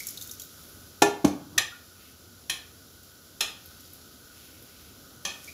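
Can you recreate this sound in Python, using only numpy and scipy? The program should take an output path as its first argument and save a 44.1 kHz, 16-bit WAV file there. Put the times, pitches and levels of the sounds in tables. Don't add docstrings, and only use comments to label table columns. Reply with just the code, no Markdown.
import sys
import numpy as np
from scipy import signal
from scipy.fft import rfft, irfft, next_fast_len
from scipy.io import wavfile
from scipy.ndimage import map_coordinates

SR = 44100
rng = np.random.default_rng(int(sys.argv[2]) if len(sys.argv) > 2 else 0)


def store_wav(level_fs):
    pcm = np.round(np.clip(np.atleast_2d(level_fs), -1, 1) * 32767)
    wavfile.write(sys.argv[1], SR, pcm.T.astype(np.int16))


N = 243985
T = np.arange(SR // 2) / SR

# f/Hz, level/dB (per Hz)
RUMBLE_COLOUR = [(21, -44), (36, -18), (86, 0), (113, -7), (209, -10), (245, -6.5), (453, -13.5),
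                 (561, -15), (940, -24), (1100, -24.5), (1430, -43), (2420, -120)]
WHIRR_COLOUR = [(800, -27), (1150, -7), (1280, 3.5), (1360, -1), (1480, 7), (1570, -3.5), (1700, -10.5),
                (2200, -30)]
HISS_COLOUR = [(1000, -65), (1700, -11), (1900, -6.5), (2440, -6.5), (2800, -4), (3100, 0), (5710, 2.5),
               (6740, -1), (7060, 2.5), (8340, -12), (9760, -5), (10500, 1.5), (15500, -4)]
SPLAT_COLOUR = [(1180, -41), (2000, -37), (2460, -11), (4000, -6), (4590, -1), (7110, 4), (8290, -8.5),
                (11600, 2.5), (15500, -2.5)]
STRAND_COLOUR = [(900, -15), (1900, -3), (3600, 0.5), (6800, -2.5), (8400, -8), (11000, 3), (15000, -1)]
CLACK_COLOUR = [(180, -17.5), (300, -12), (439, -4), (535, -9.5), (808, -7.5), (1280, -19), (1750, -23.5),
                (1940, -33), (2140, -19), (3130, -22.5), (5660, -22), (5950, -16), (8560, -30),
                (11100, -26.5), (15500, -40)]
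SCUFF_COLOUR = [(50, -35.5), (90, 11), (160, -1), (330, 0), (520, -12.5), (1200, -14), (3000, -68)]
TAP_COLOUR = [(88, -27), (150, -15), (643, -23), (781, -11.5), (1540, -10), (1800, 0), (2140, -17),
              (2500, 3), (2860, -7), (3220, -3.5), (4560, -6), (6230, -3.5), (8330, -14.5), (10500, -7.5),
              (15500, -22.5)]

# f/Hz, t60/s
ROOM_DECAY = [(120, 0.66), (400, 0.42), (1000, 0.49), (3000, 0.41), (6000, 0.3), (13000, 0.27)]

# t/s, splat level/dB, splat and bubble f/Hz, bubble level/dB
DROPS = [(.003, -35, 2140, -33.5), (0.0688, -27, 7200, -40), (0.0852, -33, 5280, -37),
         (.173, -36.5, 3950, -34), (.212, -34.5, 3590, -40), (.2224, -35.5, 4550, -51),
         (.2733, -38, 7000, -48), (.293, -44, 3550, -41.5), (.3115, -34, 5670, -36),
         (.397, -34.5, 3200, -45), (0.4178, -36, 3710, -46)]
# middle t/s, length/s, peak level/dB, strongest f/Hz
RUBS = [(0.666, 0.23, -55.5, 11000), (2.043, 0.11, -54, 2520), (3.793, 0.45, -56.5, 5000),
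        (4.444, 0.21, -56, 2470), (4.793, 0.27, -59, 2470), (5.464, 0.18, -51.5, 6050)]
# t/s, level/dB, strongest f/Hz
SNAPS = [(3.032, -46.5, 3000), (3.658, -40.5, 11200), (3.8054, -43.5, 5300), (3.933, -40, 10300),
         (4.624, -45, 10500), (5.443, -41, 6500)]
# t/s, starting f/Hz, level/dB, life/s
SQUEAKS = [(1.718, 1364, -40.5, 0.051), (5.474, 2260, -38.5, 0.043)]

# t/s, overall level/dB, then within it ring level/dB, thud level/dB,
# clack level/dB; last the delay of the clack/s
BASIN_HITS = [(1.019, -0.5, -10, -11, -9.5, 0.00031), (1.243, 1, -32.5, -3, -19, 0.0027),
              (1.274, -17.5, -46, -9, -14.5, .002)]
# f/Hz, level/dB, t60/s (shortened where above the limit set in basin())
BASIN_TONES = [(324.3, -2, 0.18), (407.7, -1, 0.43), (618, -16.5, 0.37), (723, -24, 0.34),
               (824.5, -10, 0.31), (893, -25, .45), (952, -18.5, 0.29), (1400, -3, 0.11), (1757, -6, 0.2),
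               (2150, -31, 0.33), (2430, -17, 0.17), (2490, -10, 0.17), (3555, -21.5, 0.16),
               (3640, -17.5, 0.24), (4370, -29, 0.11), (5540, -8, 0.091), (6500, -19, 0.11),
               (7540, -10.5, 0.087), (10500, -32, 0.22)]
# f/Hz, level/dB, t60/s
COUNTER_TONES = [(86.6, -20, 0.16), (144.7, -15, 0.184), (197, -4.5, 0.077), (248.5, -10.5, 0.11),
                 (292.7, 2.5, 0.08), (372, -4.5, 0.03), (478, -25, 0.13), (648, -19, 0.11),
                 (818, -13.5, 0.073), (1072, -23.5, 0.092)]

# t/s, overall level/dB, dish level/dB within it, treble lift/dB,
# room level/dB, contact f/Hz, contact lift/dB, lift of the rim's note/dB
TAPS = [(1.578, -0.5, -21, 1, -9, 6180, 4.5, 7.5), (2.496, -10.7, -22, 3.5, -3.5, 3290, 6.5, 3.5),
        (3.406, -8, -20.5, 1.5, -3.5, 3960, 6.5, 1), (5.2496, -14.5, -18.5, -5, -2, 6150, 11, -1.5)]
# middle f/Hz, half-width/Hz (to 6 dB down), level/dB
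DISH_TONES = [(360, 270, -9), (783, 146, -6), (1186, 89, -3.5), (1820, 98, -3), (2507, 117, 4),
              (2970, 56, 0), (3276, 60, 6.5), (3640, 180, -2.5), (4090, 58, 4), (5080, 77, -1),
              (6150, 23, -20), (7200, 300, -6), (10350, 310, -11.5)]

RUMBLE_DB, WHIRR_DB, HISS_DB = -55, -61, -52.5
BUBBLE_LIFE_S = 0.016
PITCH_RISE = 0.126
SPLAT_EDGE_SHARE = 0.78
SPRAY_GAP_S, SPRAY_DB, SPRAY_HZ = 0.014, -9, 12000
SPRINKLE_DB, SPRINKLE_FADE_DB_PER_S, SPRINKLE_HZ = -46, 24, 6500
SLIDE_STOP_S, SLIDE_DB = 1.572, -39.5
SLIDE_RISE_DB_PER_S, SLIDE_FALL_DB_PER_S = 173, 295
RIM_HZ = 1880
GAIN_THRESHOLD_DB, GAIN_CUT_SHARE = -23.5, 0.3
GAIN_ATTACK_S, GAIN_RELEASE_DB_PER_S = 0.046, 0.4
TOP_HZ = 15650


def amp(db):
    return 10 ** (np.asarray(db) / 20)


def unit(x):
    return x / np.sqrt(np.mean(x ** 2) + 1e-20)


def along(points, hz):
    f, value = np.transpose(points)
    return np.interp(np.log(hz + 1), np.log(f + 1), value)


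def wobble(rate):
    points = rng.standard_normal(int(N * rate / SR) + 4)
    return map_coordinates(points, [np.arange(N) * rate / SR])


def filtered(x, response):
    size = next_fast_len(len(x) + SR // 8)
    spectrum = rfft(x, size) * response(np.fft.rfftfreq(size, 1 / SR))
    return irfft(spectrum, size)[:len(x)]


def noise(colour, size):
    return unit(filtered(rng.standard_normal(size), lambda hz: amp(along(colour, hz))))


def lifted(x, centre_hz, lift_db, octaves):
    def bump(hz):
        distance = np.log2((hz + 1) / centre_hz) / octaves
        return amp(lift_db * np.exp(-distance ** 2))
    return unit(filtered(x, bump))


def swell(rise, t60):
    shape = (1 - np.exp(-T / rise)) ** 2 * amp(-60 * T / t60)
    return shape / shape.max()


def add(track, s, sound):
    part = track[max(round(s * SR), 0):][:len(sound)]
    part += sound[:len(part)]


def kitchen(x, wet_db):
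    hz, t, z = signal.stft(rng.standard_normal(len(T)), SR, nperseg=256)
    fade = amp(-60 * t / along(ROOM_DECAY, hz)[:, None])
    tail = signal.istft(z * fade, SR, nperseg=256)[1][:len(T)]
    tail = tail * (1 - np.exp(-T / 0.0019))
    echo = signal.fftconvolve(x, tail / np.linalg.norm(tail))[:len(x)]
    return x + amp(wet_db) * echo


def stove():
    rumble = amp(RUMBLE_DB + 1.0 * wobble(8.4)) * noise(RUMBLE_COLOUR, N)
    whirr = amp(WHIRR_DB + 1.2 * wobble(10)) * noise(WHIRR_COLOUR, N)
    hiss = amp(HISS_DB + 0.41 * wobble(24.9)) * noise(HISS_COLOUR, N)
    return rumble + whirr + hiss


def crackle(rate, scatter_db):
    happens = rng.random(N) < rate / SR
    size = rng.standard_normal(N) * amp(scatter_db * rng.standard_normal(N))
    return filtered(happens * size, lambda hz: amp(along(STRAND_COLOUR, hz)))


def splat(hz):
    smack = lifted(noise(SPLAT_COLOUR, len(T)), hz, lift_db=3, octaves=0.18)
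    edge_hz = SPLAT_EDGE_SHARE * hz
    smack = filtered(smack, lambda f: 1 - 1 / (1 + (f / edge_hz) ** 6))
    return unit(smack) * swell(rise=0.00049, t60=0.03)


def chirp(hz, life):
    tremble = 0.08 * wobble(1500)[:len(T)] * hz / (hz + 2000)
    pitch = hz * (1 + PITCH_RISE * np.minimum(T / life, 1) + tremble)
    return np.sin(2 * np.pi * np.cumsum(pitch) / SR) * swell(rise=life / 2, t60=life)


def water(droplets=2):
    splats, bubbles = np.zeros(N), np.zeros(N)
    for s, db, hz, bubble_db in DROPS:
        add(splats, s, amp(db) * splat(hz))
        add(bubbles, s, amp(bubble_db) * chirp(hz, BUBBLE_LIFE_S))
        gaps = SPRAY_GAP_S * (0.5 + rng.random(droplets))
        for flight in np.cumsum(gaps):
            add(splats, s + flight, amp(db + SPRAY_DB) * splat(SPRAY_HZ))
    sprinkle = lifted(crackle(rate=3000, scatter_db=2.5), SPRINKLE_HZ, lift_db=9, octaves=0.6)
    splats += amp(SPRINKLE_DB - SPRINKLE_FADE_DB_PER_S * np.arange(N) / SR) * sprinkle
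    return kitchen(splats, wet_db=-5.5) + kitchen(bubbles, wet_db=-7.5)


def strands():
    t = np.arange(N) / SR
    out, squeaks = np.zeros(N), np.zeros(N)
    rustle = crackle(rate=1600, scatter_db=2.0)
    for s, length, db, hz in RUBS:
        stroke = amp(db) * np.exp(-2 * ((t - s) / length) ** 2)
        out += stroke * lifted(rustle, hz, lift_db=7.5, octaves=0.59)
    for s, db, hz in SNAPS:
        add(out, s, amp(db) * splat(hz))
    for s, hz, db, life in SQUEAKS:
        add(squeaks, s, amp(db) * chirp(hz, life))
    return kitchen(out, wet_db=-3.5) + kitchen(squeaks, wet_db=-7)


def struck_tones(tones, scatter_db, longest):
    hz, db, t60 = np.transpose(tones)[:, :, None]
    direction = (-1) ** np.arange(len(hz))[:, None]
    gain = amp(db + scatter_db * rng.standard_normal(hz.shape)) * direction
    fade = amp(-60 * T / np.minimum(t60, longest))
    waves = gain * fade * np.sin(2 * np.pi * hz * T)
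    strength = np.sqrt(np.sum(gain ** 2) / 2)
    return waves.sum(0) / strength * (1 - np.exp(-T / 0.0048))


def basin():
    out = np.zeros(N)
    for s, db, ring_db, thud_db, clack_db, lag in BASIN_HITS:
        metal = amp(ring_db) * struck_tones(BASIN_TONES, scatter_db=1.0, longest=0.39)
        thud = amp(thud_db) * struck_tones(COUNTER_TONES, scatter_db=2.0, longest=0.35)
        clack = amp(clack_db) * noise(CLACK_COLOUR, len(T)) * swell(rise=0.0016, t60=0.05)
        add(out, s, amp(db) * (kitchen(metal, wet_db=-12) + kitchen(thud, wet_db=-13.5)))
        add(out, s + lag, amp(db) * kitchen(clack, wet_db=-6))
    t = np.arange(N) / SR - SLIDE_STOP_S
    slide_db = SLIDE_DB + np.minimum(SLIDE_RISE_DB_PER_S * t, -SLIDE_FALL_DB_PER_S * t)
    out += amp(slide_db) * noise(SCUFF_COLOUR, N)
    return signal.sosfilt(signal.butter(2, 85, "high", fs=SR, output="sos"), out)


def dish_response(hz):
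    power = 0
    for centre, width, db in DISH_TONES:
        power = power + (amp(db) / (1 + ((hz - centre) / width) ** 2)) ** 2
    return np.sqrt(power)


def taps():
    out = np.zeros(N)
    for s, db, dish_db, treble_db, room_db, contact_hz, lift_db, rim_db in TAPS:
        skid = lifted(noise(TAP_COLOUR, len(T)), contact_hz, lift_db, octaves=0.14)
        skid = lifted(skid, RIM_HZ, rim_db, octaves=0.26)
        skid = lifted(skid, 9700, treble_db, octaves=1.0)
        crack = amp(-10.5) * skid * swell(rise=0.0045, t60=0.023)
        tones = filtered(rng.standard_normal(len(T)), dish_response)
        tones = lifted(tones, RIM_HZ, rim_db, octaves=0.32)
        clay = amp(dish_db) * tones * swell(rise=0.00054, t60=0.22)
        ping = np.sin(2 * np.pi * contact_hz * T) * swell(rise=0.00087, t60=0.052)
        ping = amp(lift_db - 32) * ping
        add(out, s, amp(db) * kitchen(crack + clay + ping, room_db))
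    return out


def gain_control(x):
    keep = np.exp(-1 / (GAIN_ATTACK_S * SR))
    power = signal.lfilter([1 - keep], [1, -keep], x ** 2)
    level_db = 10 * np.log10(power + 1e-20)
    wanted_db = GAIN_CUT_SHARE * np.maximum(level_db - GAIN_THRESHOLD_DB, 0)
    release_db = GAIN_RELEASE_DB_PER_S * np.arange(N) / SR
    cut_db = np.maximum.accumulate(wanted_db + release_db) - release_db
    return x * amp(-cut_db)


def scene():
    return (stove() + water() + strands() + basin() + taps())[None]


def record(dry):
    def band_limit(hz):
        return np.clip((TOP_HZ - hz) / 200 + 0.5, 0, 1)
    return np.array([filtered(gain_control(x), band_limit) for x in dry])


dry = scene()
out = record(dry)
store_wav(out)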